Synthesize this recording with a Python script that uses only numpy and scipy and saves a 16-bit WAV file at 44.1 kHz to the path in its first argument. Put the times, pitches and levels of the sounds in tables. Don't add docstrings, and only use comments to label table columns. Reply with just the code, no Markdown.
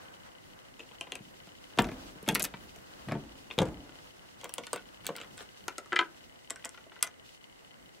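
import sys
import numpy as np
from scipy import signal
from scipy.fft import rfft, irfft, next_fast_len
from scipy.io import wavfile
from scipy.ndimage import map_coordinates

SR = 44100
rng = np.random.default_rng(int(sys.argv[2]) if len(sys.argv) > 2 else 0)


def ratio(d):
    e = np.asarray(d, float) / 20
    return 10 ** e


def store_pcm(level_fs):
    pcm = np.round(np.clip(level_fs, -1, 1) * 32767).astype(np.int16)
    wavfile.write(sys.argv[1], SR, np.atleast_2d(pcm).T)


N = 352800

# time in seconds, treble peak in dB, thud level in dB, clank level in dB.
PRESS_CONTACTS = [(1.203, -60, -46, -70), (1.471, -49, -53.5, -56), (1.775, -38, -37, -39),
                  (1.787, -25, -24.5, -20), (1.791, -21, -20.5, -25.5), (1.821, -27.5, -50, -68),
                  (1.843, -33.5, -62, -41.5), (1.889, -50, -48, -45.5), (2.156, -59, -47.5, -72),
                  (2.228, -41.5, -45, -66), (2.278, -31, -29, -33.5), (2.288, -14.5, -31.5, -25),
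                  (2.346, -24, -39, -59), (2.35, -11.5, -49, -34.5), (2.355, -20, -46, -27.5),
                  (2.396, -17.5, -48.5, -41), (2.4224, -18, -44, -53), (2.428, -12.5, -47, -65),
                  (2.539, -77, -43.5, -42), (2.761, -42, -56, -56.5), (3.07, -74, -40, -77),
                  (3.087, -40.5, -70, -50), (3.12, -36, -30.5, -31.5), (3.152, -63, -30.5, -39),
                  (3.892, -61, -58, -54.5)]
LEVER_CONTACTS = [(3.58, -36, -28.5, -39), (3.588, -21, -28, -25), (3.617, -29, -22.5, -33.5),
                  (3.63, -38, -29, -45), (3.656, -40.5, -45, -59)]
# frequency in Hz, width in Hz, relative strength in dB.
PRESS = [(129, 29, -3.5), (192, 35, 0.5), (277, 77, 0), (433, 60, -1), (510, 83, -5), (680, 47, -2),
         (936, 62, -6), (1333, 63, -12), (1750, 720, -31), (2416, 290, 2.5), (3490, 800, 14.5),
         (4470, 4200, 11.5), (8500, 1700, 6.5), (11060, 1070, 10), (12500, 7700, 24.5)]


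def unit(x):
    return x / np.sqrt(np.mean(x ** 2) + 1e-20)


def along(points, hz):
    f, v = np.transpose(points)
    return np.interp(np.log(hz + 1), np.log(f + 1), v)


def wobble(rate):
    knots = rng.standard_normal(int(N * rate / SR) + 4)
    return map_coordinates(knots, [np.arange(N) * rate / SR])


def rush(spectrum, alike=None):
    # frequency in Hz, correlation.
    usual_alike = [(60, -1.8), (380, -0.75), (2380, -0.34), (15000, -0.2)]
    m = next_fast_len(N)
    hz = np.fft.rfftfreq(m, 1 / SR)
    likeness = along(usual_alike if alike is None else alike, hz)
    turn = np.arccos(np.clip(likeness, -1, 1)) / 2
    shape = ratio(along(spectrum, hz)) * [np.cos(turn), np.sin(turn)]
    mid, side = irfft(rfft(rng.standard_normal((2, m))) * shape, m)[:, :N]
    return unit(np.array([mid + side, mid - side]))


def ringing(modes, t, scatter_db, detune):
    hz, width, db = np.transpose(modes)[:, :, None]
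    size, shift = rng.standard_normal((2, *hz.shape))
    sign = (-1.) ** np.arange(len(hz))[:, None]
    strength = sign * ratio(db + scatter_db * size)
    return strength * np.exp(-np.pi * width * t) * np.sin(2 * np.pi * hz * (1 + detune * shift) * t)


def chatter(spells, count=4):
    scatter_db = 2
    rows = []
    for start, length, *levels in spells:
        when, size = rng.random(count), rng.standard_normal((count, 3))
        times = start + length * (np.arange(count) + when) / count
        rows += list(np.column_stack([times, levels + scatter_db * size]))
    return rows


def struck(hits, modes, thud_hz, crack, dense, pan_db, detune, lightness_db, contact_ms, wood, bottom_hz, gritty):
    dull_doubles_db = 36
    edge_even_hz, sharp_doubles_db = 6840, 23
    bench_t60_s, body_t60_s, rise_ms = 0.12, 0.034, 1
    out, t = np.zeros((2, N + SR)), np.arange(SR // 12) / SR
    hz, head = np.array(modes)[:, 0], SR // 100

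    def band(low_high_hz):
        return signal.butter(2, low_high_hz, "band", fs=SR, output="sos")

    def level(x, db):
        return ratio(db) * x / np.sqrt(np.mean(x[:head] ** 2))

    def dense_modes(low_high_hz, t60_s):
        return signal.sosfilt(band(low_high_hz), rng.standard_normal(len(t))) * ratio(-60 * t / t60_s)

    soft = band([400, 4500])
    floor = signal.butter(2, bottom_hz, "high", fs=SR, output="sos")
    for s, treble_db, thud_db, clank_db in hits:
        ms = contact_ms * 2 ** ((thud_db - treble_db) / dull_doubles_db)
        fade = np.exp(-t[:head * 3] / np.clip(ms / 1000, 1e-4, .015))
        push = np.gradient(fade ** 3 * (1 - fade ** 6) ** 2)
        grit = fade * rng.standard_normal((3, head * 3))
        grit[1:] *= fade
        grit[1:, 0] += 1.5
        grit[0] *= gritty / np.linalg.norm(grit[0])
        grit[0, 0] = 1

        light = np.clip((clank_db - thud_db) / lightness_db, -1, 1)
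        rings = ringing(modes, t, scatter_db=4.0, detune=detune)
        rings *= ratio(6.7 * light * np.log2(np.clip(hz, thud_hz, 4000) / 1500))[:, None]
        rings *= ratio(1.3 * light * np.log2(np.clip(hz / thud_hz, 0, 1)))[:, None]

        low = rings[hz < thud_hz].sum(0)
        low += wood * dense_modes(np.array([150, 700]) * 0.97 ** light, bench_t60_s)
        middle = rings[(hz >= thud_hz) & (hz < 4000)].sum(0)
        middle += dense * dense_modes(np.array([600, 2000]) * 2.0 ** light, body_t60_s)
        middle *= 1 - np.exp(-t * 1000 / rise_ms)
        high = rings[hz >= 4000].sum(0)
        high[:3] += crack * np.array([1, -2, 1])
        edge_hz = np.clip(edge_even_hz * 2 ** ((treble_db - clank_db) / sharp_doubles_db), 3000, 20000)
        high = signal.sosfilt(band([0.23 * edge_hz, edge_hz]), high)

        parts = [signal.sosfilt(floor, low), signal.sosfilt(soft, middle), high, np.gradient(high)]
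        thud, clank, click, other = signal.fftconvolve(parts, [push, *grit], axes=1)[:, :len(t)]
        difference = 0.35 * np.sign(grit[2, 1]) * np.outer([1, -1], other)
        treble = ratio(treble_db) / abs(click).max() * (click + difference)
        out[:, round(s * SR):][:, :len(t)] += level(thud, thud_db) + level(clank, clank_db) + treble
    return out[:, :N] * ratio([[pan_db / 2], [-pan_db / 2]])


def press():
    # start in seconds, length in seconds, mean treble peak, thud and clank in dB.
    spells = [(1.797, 0.0089, -37, -32, -70), (1.83, 0.1, -44, -42, -44), (2.262, 0.025, -48, -56, -52),
              (2.292, 0.042, -36, -38, -47), (2.356, 0.017, -41, -44.5, -51),
              (2.397, 0.01, -28, -52.5, -41.5), (2.436, 0.019, -20, -50.5, -40),
              (3.075, 0.049, -92, -40, -43.5), (3.13, 0.055, -67, -39, -52),
              (3.59, 0.041, -35.5, -28.5, -35), (3.64, 0.055, -51, -49, -52)]
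    return struck(PRESS_CONTACTS + chatter(spells), PRESS, thud_hz=465, crack=0.6, dense=4.9, pan_db=1.4,
                  detune=0.036, lightness_db=13.0, contact_ms=3.3, wood=3.9, bottom_hz=40, gritty=0.45)


def lever():
    # frequency in Hz, width in Hz, relative strength in dB.
    modes = [(149, 83, 0), (511, 61, 0.5), (990, 75, -6)] + PRESS[6:]
    return struck(LEVER_CONTACTS, modes, thud_hz=600, crack=.6, dense=2.04, pan_db=1.8,
                  detune=0.027, lightness_db=22, contact_ms=2.1, wood=1.3, bottom_hz=60.4, gritty=0.56)


def lever_pins():
    # time in seconds, treble peak in dB, thud level in dB, clank level in dB.
    hits = [(0.794, -45, -55, -47.5), (0.803, -51, -52, -46), (0.912, -63, -57, -55.5),
            (1.01, -26.5, -47.5, -36), (1.07, -59, -53, -52), (1.12, -28.5, -46, -37),
            (1.154, -30, -50, -42.5), (3.502, -47.5, -52, -49), (3.51, -47, -49.5, -38.5)]
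    # frequency in Hz, width in Hz, relative strength in dB.
    modes = [(466, 37, -6.5), (840, 30, -4), (1014, 63, -9), (1980, 330, -4.5), (2504, 150, -3),
             (2780, 100, -6), (3180, 195, -4), (3550, 200, -9.5), (4370, 510, -5), (5700, 3000, 13),
             (8500, 7400, 18.5)]
    return struck(hits, modes, thud_hz=900, crack=.4, dense=1.0, pan_db=2.7,
                  detune=0.012, lightness_db=13, contact_ms=3.6, wood=2.7, bottom_hz=250, gritty=1.0)


def collar():
    # time in seconds, treble peak in dB, thud level in dB, clank level in dB.
    hits = [(4.413, -39, -63, -52), (4.443, -27.5, -45, -46), (4.493, -33.5, -54.5, -49),
            (4.539, -18, -67, -48), (4.582, -25, -41, -38), (4.636, -44, -68, -47.5),
            (4.668, -31, -60, -46), (4.731, -17, -34.5, -34), (4.76, -32, -42.5, -42),
            (5.0665, -12.5, -52.5, -40.5), (5.09, -41, -35, -38.5), (5.103, -66, -36.5, -48),
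            (5.164, -27.5, -62, -51), (5.214, -35.5, -53.5, -43.5), (5.378, -38, -71, -50),
            (5.406, -42, -49.5, -48.5)]
    # start in seconds, length in seconds, mean treble peak, thud and clank in dB.
    spells = [(4.43, 0.033, -49, -51, -48.5), (4.585, 0.025, -60, -47, -59), (4.735, 0.053, -62, -65, -50),
              (5.042, .035, -36, -68, -51), (5.15, 0.056, -42, -55, -47.5), (5.2, 0.046, -50, -58, -53.5),
              (5.37, 0.064, -41, -64, -59)]
    # frequency in Hz, width in Hz, relative strength in dB.
    modes = [(401, 21, -13), (502, 42, 1.5), (710, 55, 0), (1003, 210, 2.5), (1470, 36, -14.5),
             (2145, 430, -1), (3190, 680, 9), (4440, 1070, -0.5), (5600, 460, -4.5), (8240, 1700, 8.5),
             (11400, 2900, 4), (15800, 1600, 10.5)]
    return struck(hits + chatter(spells), modes, thud_hz=900, crack=0.28, dense=1.4, pan_db=1.0,
                  detune=0.018, lightness_db=15, contact_ms=3.14, wood=2.6, bottom_hz=117, gritty=1.0)


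def setdown():
    # time in seconds, treble peak in dB, thud level in dB, clank level in dB.
    hits = [(5.681, -21.5, -42, -33.5), (5.782, -22, -44, -40), (5.859, -47, -57, -53.5),
            (5.921, -44, -42.5, -32), (5.929, -34.5, -35.5, -27.5), (5.9595, -30, -48, -31),
            (5.963, -31, -47, -22), (5.99, -26, -35.5, -20), (6.011, -38, -36.5, -31.5)]
    # frequency in Hz, width in Hz, relative strength in dB.
    modes = [(351, 26, -12), (728, 32, -17), (1007, 22, -18), (1267, 46, -5), (1326, 74, -1),
             (1510, 65, -8.5), (1647, 120, -7.5), (2040, 110, -6), (2413, 35, -26), (3070, 260, -4.5),
             (3860, 1300, -1), (7940, 2200, 10)]
    gripped = [(hz, 2.3 * width, db) for hz, width, db in modes]
    bench_top = dict(thud_hz=600, crack=0.11, dense=1.0, pan_db=2.5, detune=0.0089, lightness_db=25,
                     contact_ms=3.4, wood=0.24, bottom_hz=307, gritty=0.28)
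    return struck(hits[:3], gripped, **bench_top) + struck(hits[3:], modes, **bench_top)


def holder():
    # time in seconds, treble peak in dB, thud level in dB, clank level in dB.
    hits = [(6.4995, -34, -83, -46), (6.505, -20.5, -48, -42), (6.559, -35, -72, -48.5),
            (6.594, -68, -75, -58), (6.642, -55, -65, -43.5), (6.648, -25, -63, -60),
            (6.654, -25, -50, -43.5), (6.692, -33, -77, -59), (6.744, -62, -74, -51.5),
            (6.777, -50, -60, -50), (6.865, -92, -54.5, -64.5), (6.918, -80, -65, -52),
            (6.962, -74.5, -67, -51.5), (7.009, -49, -71, -55.5), (7.0255, -18, -76, -32),
            (7.0272, -5.5, -47.5, -35), (7.072, -38, -79, -65)]
    # start in seconds, length in seconds, mean treble peak, thud and clank in dB.
    spells = [(7.03, 0.05, -38, -60, -50)]
    # frequency in Hz, width in Hz, relative strength in dB.
    modes = [(526, 83, 5.5), (678, 17, -5.5), (1493, 68, -5.5), (2020, 24, -18), (3200, 420, 3),
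             (5800, 1340, -7.5), (6070, 710, 0), (7520, 480, -3), (8340, 2540, 8.5), (10800, 3300, -2.5)]
    return struck(hits + chatter(spells), modes, thud_hz=900, crack=0.0493, dense=2.3, pan_db=1.5,
                  detune=0.03, lightness_db=32.0, contact_ms=3.2, wood=3.4, bottom_hz=200, gritty=0.25)


def frame():
    # frequency in Hz, width in Hz, strength relative to the thud in dB, t60 in seconds.
    bands = [(47.5, 52, -18.5, 0.8), (284.6, 82, -19, 0.85), (560, 520, -24.5, 1)]
    s, _, thud_db, _ = np.transpose(PRESS_CONTACTS + LEVER_CONTACTS)
    energy, t, out = np.zeros(N), np.arange(SR) / SR, 0
    energy[np.round(s * SR).astype(int)] = ratio(2 * thud_db)
    for hz, width, db, t60 in bands:
        band = signal.butter(2, [hz - width / 2, hz + width / 2], "band", fs=SR, output="sos")
        decay = ratio(-120 * t / t60) * (1 - np.exp(-t / 0.021))
        fade = np.sqrt(abs(signal.fftconvolve(energy, decay)[:N]))
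        out = out + ratio(db) * fade * unit(signal.sosfilt(band, rng.standard_normal(N)))
    return out


def shop(x, wide):
    # frequency in Hz, t60 in seconds.
    t60_s = [(100, 0.95), (400, 0.18), (1500, 0.17), (5000, 0.077), (14000, 0.078)]
    # frequency in Hz, relative strength of the tail in dB.
    colour_db = [(100, -22.5), (400, -9), (1500, -6.5), (5000, -7.5), (14000, -10.5)]
    out, step = np.zeros((2, N + 2 * SR)), SR // 3
    for start in range(0, N, step):
        hz, t, z = signal.stft(rng.standard_normal((2, SR // 2)), SR, nperseg=256)
        decay_db = -60 * t / along(t60_s, hz)[:, None] + along(colour_db, hz)[:, None]
        mid, side = signal.istft(z * ratio(decay_db), SR, nperseg=256)[1]
        tail = (mid + wide * np.outer([1, -1], side)) / np.sqrt(SR / 100)
        wet = signal.fftconvolve(x[:, start:start + step], tail, axes=1)
        out[:, start + 130:][:, :wet.shape[1]] += wet
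    return out[:, :N]


def motion():
    # time in seconds, strength in dB (only changes about the mean count).
    strength_points = [(0, -56), (.3, -58.5), (1.75, -56.5), (1.9, -51), (2.07, -47.5), (2.18, -52.5),
                       (2.6, -55), (3.05, -51.5), (3.2, -55), (3.4, -55), (3.7, -57), (3.9, -56),
                       (4.35, -59.5), (5.2, -55), (7.2, -63.5), (8, -62.5)]
    # centre in seconds, length in seconds, rub in dB, rustle in dB.
    brushes = [(0, 0.84, -56, -91), (3.993, 0.27, -67, -68), (5.411, 0.065, -69, -53.5),
               (7.297, 0.13, -88, -59)]
    # frequency in Hz, relative density in dB per Hz.
    shudder_spectrum = [(32, 0), (48, -2.5), (85, -3), (280, -3.5), (600, -17), (1200, -31.5)]
    rub_spectrum = [(250, -57), (450, -1.5), (500, 8.5), (560, 3.5), (1400, 0), (1525, 2.5), (1700, -2.5),
                    (4000, -23), (7000, -83)]
    rustle_spectrum = [(1470, -66), (2500, -5), (3630, -7), (6450, -12), (16000, -24.5)]
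    # frequency in Hz, correlation.
    shudder_alike = [(50, 0.2), (600, 0.1)]
    t = np.arange(N) / SR
    strength_db = np.interp(t, *np.transpose(strength_points))
    strength_db -= strength_db.mean()

    def swell(levels_db):
        return sum(ratio(db) * np.clip(1 - abs(2 * (t - s) / length), 0, 1)
                   for (s, length, *_), db in zip(brushes, levels_db))

    *_, brush_rub_db, brush_rustle_db = np.transpose(brushes)
    shudder = ratio(-59.5 + 0.59 * strength_db)
    rub = ratio(-58.5 + 0.63 * strength_db) + swell(brush_rub_db)
    rustle = ratio(-61.5 + 0.5 * strength_db) + swell(brush_rustle_db)
    lumps = ratio(2 * np.array([wobble(14), wobble(30), wobble(40)]))
    return (lumps[0] * shudder * rush(shudder_spectrum, shudder_alike)
            + lumps[1] * rub * rush(rub_spectrum)
            + lumps[2] * rustle * rush(rustle_spectrum))


def drive():
    # time within the cycle in seconds, mean impulse strength in dB.
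    pattern = [(0.018, -57), (0.051, -57), (.056, -60), (0.084, -55), (0.1397, -55)]
    # frequency in Hz, width in Hz, relative strength in dB.
    modes = [(2024, 92, 2.5), (2980, 150, 12.5), (4400, 360, 4.5)]
    cycle_s, scatter_db = .15016, 2.5
    at, db = np.transpose(pattern)
    times = (np.arange(int(N / SR / cycle_s))[:, None] * cycle_s + at).ravel()
    tick_db = np.resize(db, len(times)) + scatter_db * rng.standard_normal(len(times))
    ticks = np.zeros(N)
    ticks[np.round(times * SR).astype(int)] = ratio(tick_db)
    shell = ringing(modes, np.arange(SR // 20) / SR, scatter_db=0, detune=0).sum(0)
    return np.outer([1, -.3], signal.fftconvolve(ticks, shell)[:N])


def hum():
    # frequency in Hz, relative density in dB per Hz.
    spectrum = [(30, -28), (46, -2), (87, -4), (293, 0), (344, -0.5), (714, -5), (1610, -14.5), (2050, -4),
                (2480, -23), (2910, -9.5), (3520, -35), (8360, -21.5), (16000, -44)]
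    return ratio(-57.5) * rush(spectrum)


def scene():
    hits = press() + lever() + lever_pins() + collar() + setdown() + holder()
    return hits + shop(hits, wide=0.3) + motion() + hum() + drive() + frame()


def roll_off(x):
    return signal.sosfilt(signal.butter(12, 16960, fs=SR, output="sos"), x)


def record(dry):
    low_cut = signal.butter(2, 45, "high", fs=SR, output="sos")
    high_cut = signal.cheby1(8, 1, 15700, fs=SR, output="sos")
    mix = signal.sosfilt(np.vstack([low_cut, high_cut]), dry)
    return roll_off(mix)


dry = scene()
out = record(dry)
store_pcm(out)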